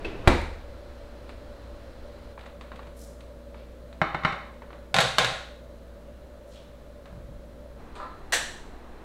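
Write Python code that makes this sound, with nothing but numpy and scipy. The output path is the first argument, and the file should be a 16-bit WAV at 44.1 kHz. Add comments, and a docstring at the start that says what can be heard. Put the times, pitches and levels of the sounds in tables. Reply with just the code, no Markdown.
"""A refrigerator door swings shut: a draught, a light touch, then a thud that shakes the cabinet.
Its plastic-framed shelves and a rack tick together as they are carried, knock edge first on a table
and are let go with a clatter. Cloth brushes, soft steps leave; something scrapes, then clacks across
the kitchen. Each blow is a click and rattle, echoed by hard walls and filtered by the object's modes.
Compressor hum, fan whir and air lie under it all, heard by the fridge, at the table, in the kitchen."""
import sys
import numpy as np
from scipy import signal
from scipy.fft import rfft, irfft
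from scipy.io import wavfile
from scipy.ndimage import uniform_filter1d

SR = 44100
rng = np.random.default_rng(int(sys.argv[2]) if len(sys.argv) > 2 else 0)


def waveform_to_disk(signal):
    """Save audio, clipped to [-1, 1], as 16-bit WAV at the path in sys.argv[1]."""
    frames = np.transpose(np.atleast_2d(signal))
    scaled = np.clip(frames, -1, 1) * 32767
    samples = np.round(scaled).astype(np.int16)
    wavfile.write(sys.argv[1], SR, samples)


N = 398663
TIME_S = np.arange(N) / SR
AT_TABLE_S, IN_KITCHEN_S = 2.33, 7.79
PLACE = np.digitize(TIME_S, [AT_TABLE_S, IN_KITCHEN_S])  # 0 fridge, 1 table, 2 kitchen

# Blows. Each row: start in seconds, level of the first 10 ms in dB, brightness in dB per octave.
FOOTFALLS = [(7.128, -39.5, -2), (7.290, -42.5, -8), (7.700, -49, -2)]
FAR_CLACKS = [(8.3231, -22.5, 0), (8.3340, -22.5, 0)]
PLASTIC_TICKS = [(1.2931, -45, -1.5), (2.3776, -42.5, -10), (2.4375, -50, -7), (2.4609, -49, -3),
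                 (2.6111, -43.5, -2), (2.7180, -40.5, -7), (2.7597, -49.5, 0.5), (2.7927, -42.5, -6),
                 (2.8296, -50.5, -3), (2.8700, -51, -1), (3.2067, -52, 2), (3.5444, -48.5, -5.5),
                 (3.9282, -51, 0), (4.6201, -43, -8.5), (4.7054, -45, -7), (4.7304, -45, -8),
                 (7.0570, -48.5, -3)]
EDGE_KNOCKS = [(4.0160, -17.5, -2.4), (4.1454, -25, -2), (4.2349, -33, 0), (4.2490, -17.7, -0.7),
               (4.3245, -31, 0)]
SHELF_CLATTERS = [(4.9432, -19, -1.3), (4.9650, -21, -1), (4.9861, -15, -2.1), (5.0040, -22, 1.4),
                  (5.0088, -23.5, 1.5), (5.1838, -15, -1), (5.2462, -21, -1.5)]
DOOR_TOUCH = [(0.0475, -30.5, -1.5)]
DOOR_HITS = [(0.2750, -13.5, 1.2), (0.2785, -16.5, 3.5), (0.2800, -21, 6), (0.4155, -40.5, 6)]

# Spectra of each object's dense, short-lived modes. Each row: frequency in Hz, relative level in dB.
FLOOR_BODY = [(18, -28), (36, 1), (80, -9.5), (160, -9.5), (300, -24), (900, -29), (4000, -53)]
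CLACK_BODY = [(120, -52), (350, -21), (550, -7), (1300, -12), (1750, -3.5), (2250, -12.5), (4100, -9),
              (5000, -19.5), (6000, -14), (6800, -17), (7800, -14.5), (10500, -23.5), (15500, -34)]
TICK_BODY = [(150, -11), (500, 0.5), (1100, 8.5), (2300, 2.5), (3200, -1), (4000, 0.5), (5500, -15.5),
             (9000, -14.5), (15000, -63)]
EDGE_BODY = [(60, -21), (150, -13), (240, -11), (450, -8.5), (750, -4), (930, -4), (1150, 3.5), (1650, -1),
             (2350, -7.5), (3200, -19.5), (4100, -14.5), (5200, -30.5), (8000, -36.5), (15000, -60)]
SHELF_BODY = [(70, -26), (130, -4.5), (300, -19), (550, -7), (820, -1), (960, -8.5), (1400, -1.5),
              (2800, -6), (4000, -4), (5000, -14.5), (8000, -18.5), (11000, -25), (15500, -41)]
TOUCH_BODY = [(60, -55), (200, -13), (320, 2), (520, 3), (800, -7), (1200, -10.5), (2400, -7),
              (4300, -15.5), (6500, -29), (15000, -43)]
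DOOR_BODY = [(25, -25), (80, -2), (130, -1), (175, -2), (280, 4.5), (850, -2.5), (1150, -7), (2200, -9),
             (3200, -22), (3900, -17.5), (5200, -32), (8800, -38.5), (15000, -52.5)]

# Resonances on top of those spectra. Each row: centre in Hz, width in Hz, height in dB.
CLACK_MODES = [(520, 90, 2.3), (1616, 70, 5), (1771, 49, 5), (1870, 140, 5.4), (2860, 70, 5.4),
               (3970, 62, 4.5), (5800, 220, 5.2), (7200, 90, 6), (7700, 140, 4.2)]
EDGE_MODES = [(120, 4.7, 6.5), (152, 14, 6.8), (180, 18, 12), (327.5, 18, 7.6), (624, 22, 11.4),
              (796, 86, 9.6), (1063, 31, 8), (1315, 52, 4.5), (1960, 29, 2.6), (2163, 120, 10),
              (2950, 70, 7.9), (3035, 71, 10), (3640, 39, 14.7), (3850, 150, 5.7), (5600, 46, 16)]
SHELF_MODES = [(119.5, 23, 6.3), (184, 21, 7.3), (510, 120, 9.6), (644, 27, 4.1), (664, 22, 3.4),
               (770, 34, 7.6), (1060, 76, 8.4), (1444, 52, 5.4), (1644, 48, 5.1), (2100, 37, 4),
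               (2556, 15, 4.3), (3550, 51, 4.9), (3700, 90, 3.3), (3840, 60, 6.3), (4450, 23, 6.8),
               (6500, 77, 5.8), (7910, 60, 4)]
TOUCH_MODES = [(346, 65, 5.6), (2606, 100, 13), (2700, 100, 5.2)]
DOOR_MODES = [(221, 31, 2), (308, 17, -1), (345, 17, 2), (510, 35, 1.5), (820, 48, 1.5), (940, 63, 6.5),
              (2330, 170, 3), (3880, 290, -0.5)]

# Air at each place, and the door's draught. Each row: frequency in Hz, relative level in dB.
FRIDGE_AIR = [(25, 3), (100, -3), (160, -16), (300, -8), (750, -17), (1500, -20.5), (2500, -28.5),
              (4300, -30), (6000, -38.5), (15000, -47.5)]
TABLE_AIR = [(25, 0), (70, -5), (130, -7), (260, -9), (400, -10.5), (520, -15.5), (780, -18.5), (1500, -22),
             (2600, -31.5), (4000, -31.5), (5000, -37), (15000, -44)]
KITCHEN_AIR = [(25, 0.5), (110, -15), (300, -12.5), (1100, -21), (2000, -29.5), (3200, -37), (4000, -38),
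               (5000, -44), (15000, -53.5)]
DRAUGHT_AIR = [(25, 7), (90, -2.5), (170, -11), (400, -7), (900, -17), (2800, -27.5), (6000, -43.5),
               (15000, -62)]

# Wall echoes. Each row: frequency in Hz, T60 in seconds, relative level in dB.
ROOM_DECAY = [(50, 0.61, 5), (255, 0.37, 6), (700, 0.54, 0.5), (4300, 0.59, 0.5), (8000, 0.55, 1.5),
              (14100, 0.59, -8.5)]
# Compressor hum. Each row: harmonic number, relative level in dB.
HUM_HARMONICS = [(1, 0.5), (2, -32), (3, -19), (4, -11.5), (8, -12.5)]
# Fan and squeak resonances. Each row: centre in Hz, width in octaves, relative level in dB.
FAN_BANDS = [(540, 0.092, -3.5), (582.8, 0.046, -1), (661, 0.025, -10.5)]
SQUEAK_BANDS = [(1020, 0.052, -3.5), (1198, 0.032, 0), (1329, 0.023, -4.5), (3850, 0.22, -20)]
# Brushes of cloth. Each row: peak time in seconds, level in dB, centre in Hz, width in octaves.
CLOTH_SWISHES = [(3.025, -57, 6850, 0.76), (3.60, -64, 2600, 0.59), (6.07, -74, 2660, 0.2),
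                 (6.53, -66.5, 6500, 0.5), (6.575, -59.5, 3120, 0.38)]
# Table top boom. Each row: frequency in Hz, level relative to the blow in dB, T60 in seconds.
TABLE_BOOM = [(119, -28, 0.43), (153.5, -8.5, 0.16), (170.7, -9, 0.17)]
# Cabinet shudder. Each row: frequency in Hz, level in dB, T60 in seconds.
CABINET_SHUDDER = [(31.6, -24.5, 1), (50.3, -21.5, 0.58), (74.9, -23.5, 0.97), (88.3, -24, 0.4)]


def amp(db):
    """Decibels to gain."""
    return 10 ** (np.asarray(db) / 20)


def unit_rms(x):
    """Scales to an rms of one."""
    return x / np.sqrt(np.mean(x ** 2) + 1e-20)


def curve_at(points, hz):
    """Interpolates a table on a log-frequency axis."""
    points_hz, values = np.transpose(points)
    return np.interp(np.log(hz + 1), np.log(points_hz + 1), values)


def add(mix, start_s, sound):
    """Adds a sound into the mix in place."""
    part = mix[max(round(start_s * SR), 0):][:len(sound)]
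    part += sound[:len(part)]


def noise(shape_db):
    """Unit-rms noise with the spectrum shape_db(hz)."""
    gain = amp(shape_db(np.fft.rfftfreq(N, 1 / SR)))
    return unit_rms(irfft(rfft(rng.standard_normal(N)) * gain, N))


def band_noise(centre_hz, octaves):
    """Unit-rms noise in a bell-shaped band."""
    return noise(lambda hz: -10 / np.log(10) * (np.log2((hz + 1) / centre_hz) / octaves) ** 2)


def resonant_noise(bands):
    """Unit-rms sum of noise bands."""
    return unit_rms(sum(amp(db) * band_noise(hz, octaves) for hz, octaves, db in bands))


def causal_filter(x, shape_db):
    """Minimum-phase filter: nothing sounds before the blow."""
    size = 2 * len(x)
    log_gain = np.log(amp(shape_db(abs(np.fft.fftfreq(size, 1 / SR)))))
    response = np.exp(np.conj(signal.hilbert(log_gain)))
    return irfft(rfft(x, size) * response[:size // 2 + 1])[:len(x)]


def wall_echoes(build_s, size=32768):
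    """Dense unit-energy echoes that build up, then decay at each band's own rate."""
    hz, t, spectra = signal.stft(rng.choice([-1., 1.], size), SR, nperseg=256)
    t60_s, db = (curve_at(np.array(ROOM_DECAY)[:, [0, k]], hz)[:, None] for k in (1, 2))
    tail = signal.istft(spectra * amp(db - 60 * t / t60_s), SR, nperseg=256)[1][:size]
    tail *= 1 - np.exp(-(np.arange(size) / SR / build_s) ** 2)
    return tail / np.linalg.norm(tail)


def struck(blows, body, modes, rattle_t60_s, rattle_db, wet_db, build_s, size=32768):
    """Click, rattle and echoes ring in the object's modes; each blow has its own level and brightness."""
    def colour_db(hz, tilt_db):
        peaks_db = sum(db / (1 + (2 * (hz - mode_hz) / width_hz) ** 2) for mode_hz, width_hz, db in modes)
        return curve_at(body, hz) + peaks_db + tilt_db * np.log2(1 + hz / 700)

    out, t = np.zeros(N), np.arange(size) / SR
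    for start_s, level_db, tilt_db in blows:
        rattle = rng.choice([-1., 1.], size) * amp(-60 * t / rattle_t60_s)
        contact = signal.unit_impulse(size) + amp(rattle_db) * rattle / np.linalg.norm(rattle)
        arrivals = contact / np.linalg.norm(contact) + amp(wet_db) * wall_echoes(build_s)
        sound = causal_filter(arrivals, lambda hz: colour_db(hz, tilt_db))
        onset_rms = np.sqrt(np.mean(sound[:SR // 100] ** 2))
        add(out, start_s, amp(level_db) * sound / onset_rms)
    return out


def ringing(modes):
    """One second of decaying sines, started together by a blow."""
    t = np.arange(SR) / SR
    return sum(amp(db - 60 * t / t60_s) * np.sin(2 * np.pi * hz * t) for hz, db, t60_s in modes)


def stroke(peak_s, rise_s, fall_s):
    """Envelope of a rub: Gaussian rise, exponential fall."""
    t = TIME_S - peak_s
    return np.exp(-(np.minimum(t, 0) / rise_s) ** 2 - np.maximum(t, 0) / fall_s)


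def rubbed(friction, grain_db=2.5, grain_hz=53, wet_db=-3.5):
    """Gives friction its uneven grain and its echoes."""
    grainy = friction * amp(grain_db * band_noise(grain_hz, octaves=1))
    return grainy + amp(wet_db) * signal.fftconvolve(grainy, wall_echoes(build_s=0.0026))[:N]


def by_place(fridge, table, kitchen):
    """Holds one value per listening place, with short ramps between."""
    return uniform_filter1d(np.array([fridge, table, kitchen], float)[PLACE], size=1500)


def room_air(fridge_db=-45.5, table_db=-50, kitchen_db=-44):
    """The soft rush of each place in turn, crossfaded at equal power."""
    beds = [amp(fridge_db) * noise(lambda hz: curve_at(FRIDGE_AIR, hz)),
            amp(table_db) * noise(lambda hz: curve_at(TABLE_AIR, hz)),
            amp(kitchen_db) * noise(lambda hz: curve_at(KITCHEN_AIR, hz))]
    return sum(bed * np.sqrt(abs(by_place(*weights))) for bed, weights in zip(beds, np.eye(3)))


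def refrigerator(hum_hz=59.36, waver_hz=0.7, whine_hz=4080):
    """The compressor's wavering hum, the fan's narrow whir and a thin whine."""
    cycles = np.cumsum(hum_hz + waver_hz * band_noise(3.42, octaves=0.668)) / SR
    hum = unit_rms(sum(amp(db) * np.sin(2 * np.pi * round(k) * cycles) for k, db in HUM_HARMONICS))
    fan = amp(by_place(-51, -51.5, -70)) * resonant_noise(FAN_BANDS)
    hum_db = by_place(-46, -48.5, -51.5) + 1.4 * band_noise(1.0, octaves=0.64)
    whine = amp(by_place(-73.5, -81, -75)) * band_noise(whine_hz, octaves=0.013)
    return amp(hum_db) * hum + fan + whine


def cloth(hiss_db=-4.5, hiss_lead_s=0.047, hiss_ratio=1.5):
    """Cloth brushes: a thin, high hiss leads each swish."""
    friction = np.zeros(N)
    for peak_s, db, centre_hz, octaves in CLOTH_SWISHES:
        hiss = band_noise(centre_hz * hiss_ratio, octaves=0.33)
        hiss *= stroke(peak_s - hiss_lead_s, rise_s=0.013, fall_s=0.023)
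        swish = stroke(peak_s, rise_s=0.05, fall_s=0.064) * band_noise(centre_hz, octaves)
        friction += amp(db) * (swish + amp(hiss_db) * hiss)
    return rubbed(friction)


def footsteps():
    """Heels thud softly on the wooden floor."""
    return struck(FOOTFALLS, FLOOR_BODY, [], rattle_t60_s=0.27, rattle_db=-4.5, wet_db=-0.5, build_s=0.023)


def scrape(catch_s=7.954, catch_db=-48.5, tilt_db=2.8, squeak_db=-39.5, rub_db=-43, rub_hz=800):
    """Something catches with a tick, then slides briefly with a broad rub and a narrow squeak."""
    catch = struck([(catch_s, catch_db, tilt_db)], TICK_BODY, [],
                   rattle_t60_s=0.08, rattle_db=12, wet_db=3.5, build_s=0.004)
    squeak = amp(squeak_db) * resonant_noise(SQUEAK_BANDS)
    rub = amp(rub_db) * band_noise(rub_hz, octaves=0.77)
    slide = stroke(peak_s=8.043, rise_s=0.067, fall_s=0.023)
    return catch + rubbed(slide * (squeak + rub))


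def far_clack():
    """A hard, echoing clack across the kitchen."""
    return struck(FAR_CLACKS, CLACK_BODY, CLACK_MODES,
                  rattle_t60_s=0.19, rattle_db=15, wet_db=-3, build_s=0.0031)


def jostles(count=7, from_s=2.36, to_s=2.5, level_db=-55, spread_db=5.5, tilt_db=-1.6):
    """Rows of faint, uneven blows as the carried frames shift against each other."""
    jitter, strength = rng.random((count, 2)).T
    starts_s = from_s + (to_s - from_s) * (np.arange(count) + jitter) / count
    levels_db = level_db + spread_db * (2 * strength - 1)
    return [(start_s, db, tilt_db) for start_s, db in zip(starts_s, levels_db)]


def shelves():
    """The frames tick in the hands, knock edge first on the booming table, then clatter together."""
    ticks = struck(PLASTIC_TICKS + jostles(), TICK_BODY, [],
                   rattle_t60_s=0.038, rattle_db=6, wet_db=-4, build_s=0.0036)
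    knocks = struck(EDGE_KNOCKS, EDGE_BODY, EDGE_MODES,
                    rattle_t60_s=0.049, rattle_db=16, wet_db=-7, build_s=0.013)
    for start_s, db, _ in EDGE_KNOCKS:
        add(knocks, start_s, amp(db) * ringing(TABLE_BOOM))
    clatter = struck(SHELF_CLATTERS, SHELF_BODY, SHELF_MODES,
                     rattle_t60_s=0.051, rattle_db=7, wet_db=-3.5, build_s=0.0077)
    return ticks + knocks + clatter


def door(shut_s=0.2752, draught_db=-37.5, squeeze_db=-28, squeeze_s=0.0092, pulse_db=-6, pulse_s=0.0075):
    """The door drags air, touches, then hits the cabinet, which gives one air pulse and shudders."""
    squeeze = amp(squeeze_db) * np.exp(-abs(TIME_S - shut_s) / squeeze_s)  # swells as the gap closes
    airflow = (amp(draught_db) + squeeze) * (TIME_S < shut_s)
    draught = airflow * noise(lambda hz: curve_at(DRAUGHT_AIR, hz))
    touch = struck(DOOR_TOUCH, TOUCH_BODY, TOUCH_MODES,
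                   rattle_t60_s=0.04, rattle_db=17, wet_db=-0.5, build_s=0.0029)
    thud = struck(DOOR_HITS, DOOR_BODY, DOOR_MODES,
                  rattle_t60_s=0.036, rattle_db=1.5, wet_db=-3.5, build_s=0.0029)
    age = np.arange(SR) / SR / pulse_s
    pulse = amp(pulse_db) * (1 - age) * np.exp(-age) * (1 - np.exp(-20 * age))
    out = draught + touch + thud
    add(out, shut_s, -pulse - ringing(CABINET_SHUDDER))
    return out


def scene():
    """All sources in one channel."""
    events = door() + shelves() + scrape() + far_clack() + footsteps() + cloth()
    return (events + refrigerator() + room_air())[None]


def record(dry):
    """Clips at full scale, which the door just exceeds, then low-passes."""
    cutoff_hz = 15850
    lowpass = signal.firwin(511, cutoff_hz, window=("kaiser", 9), fs=SR)
    return signal.oaconvolve(np.clip(dry, -1, 1), lowpass[None], "same")


dry = scene()
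out = record(dry)
waveform_to_disk(out)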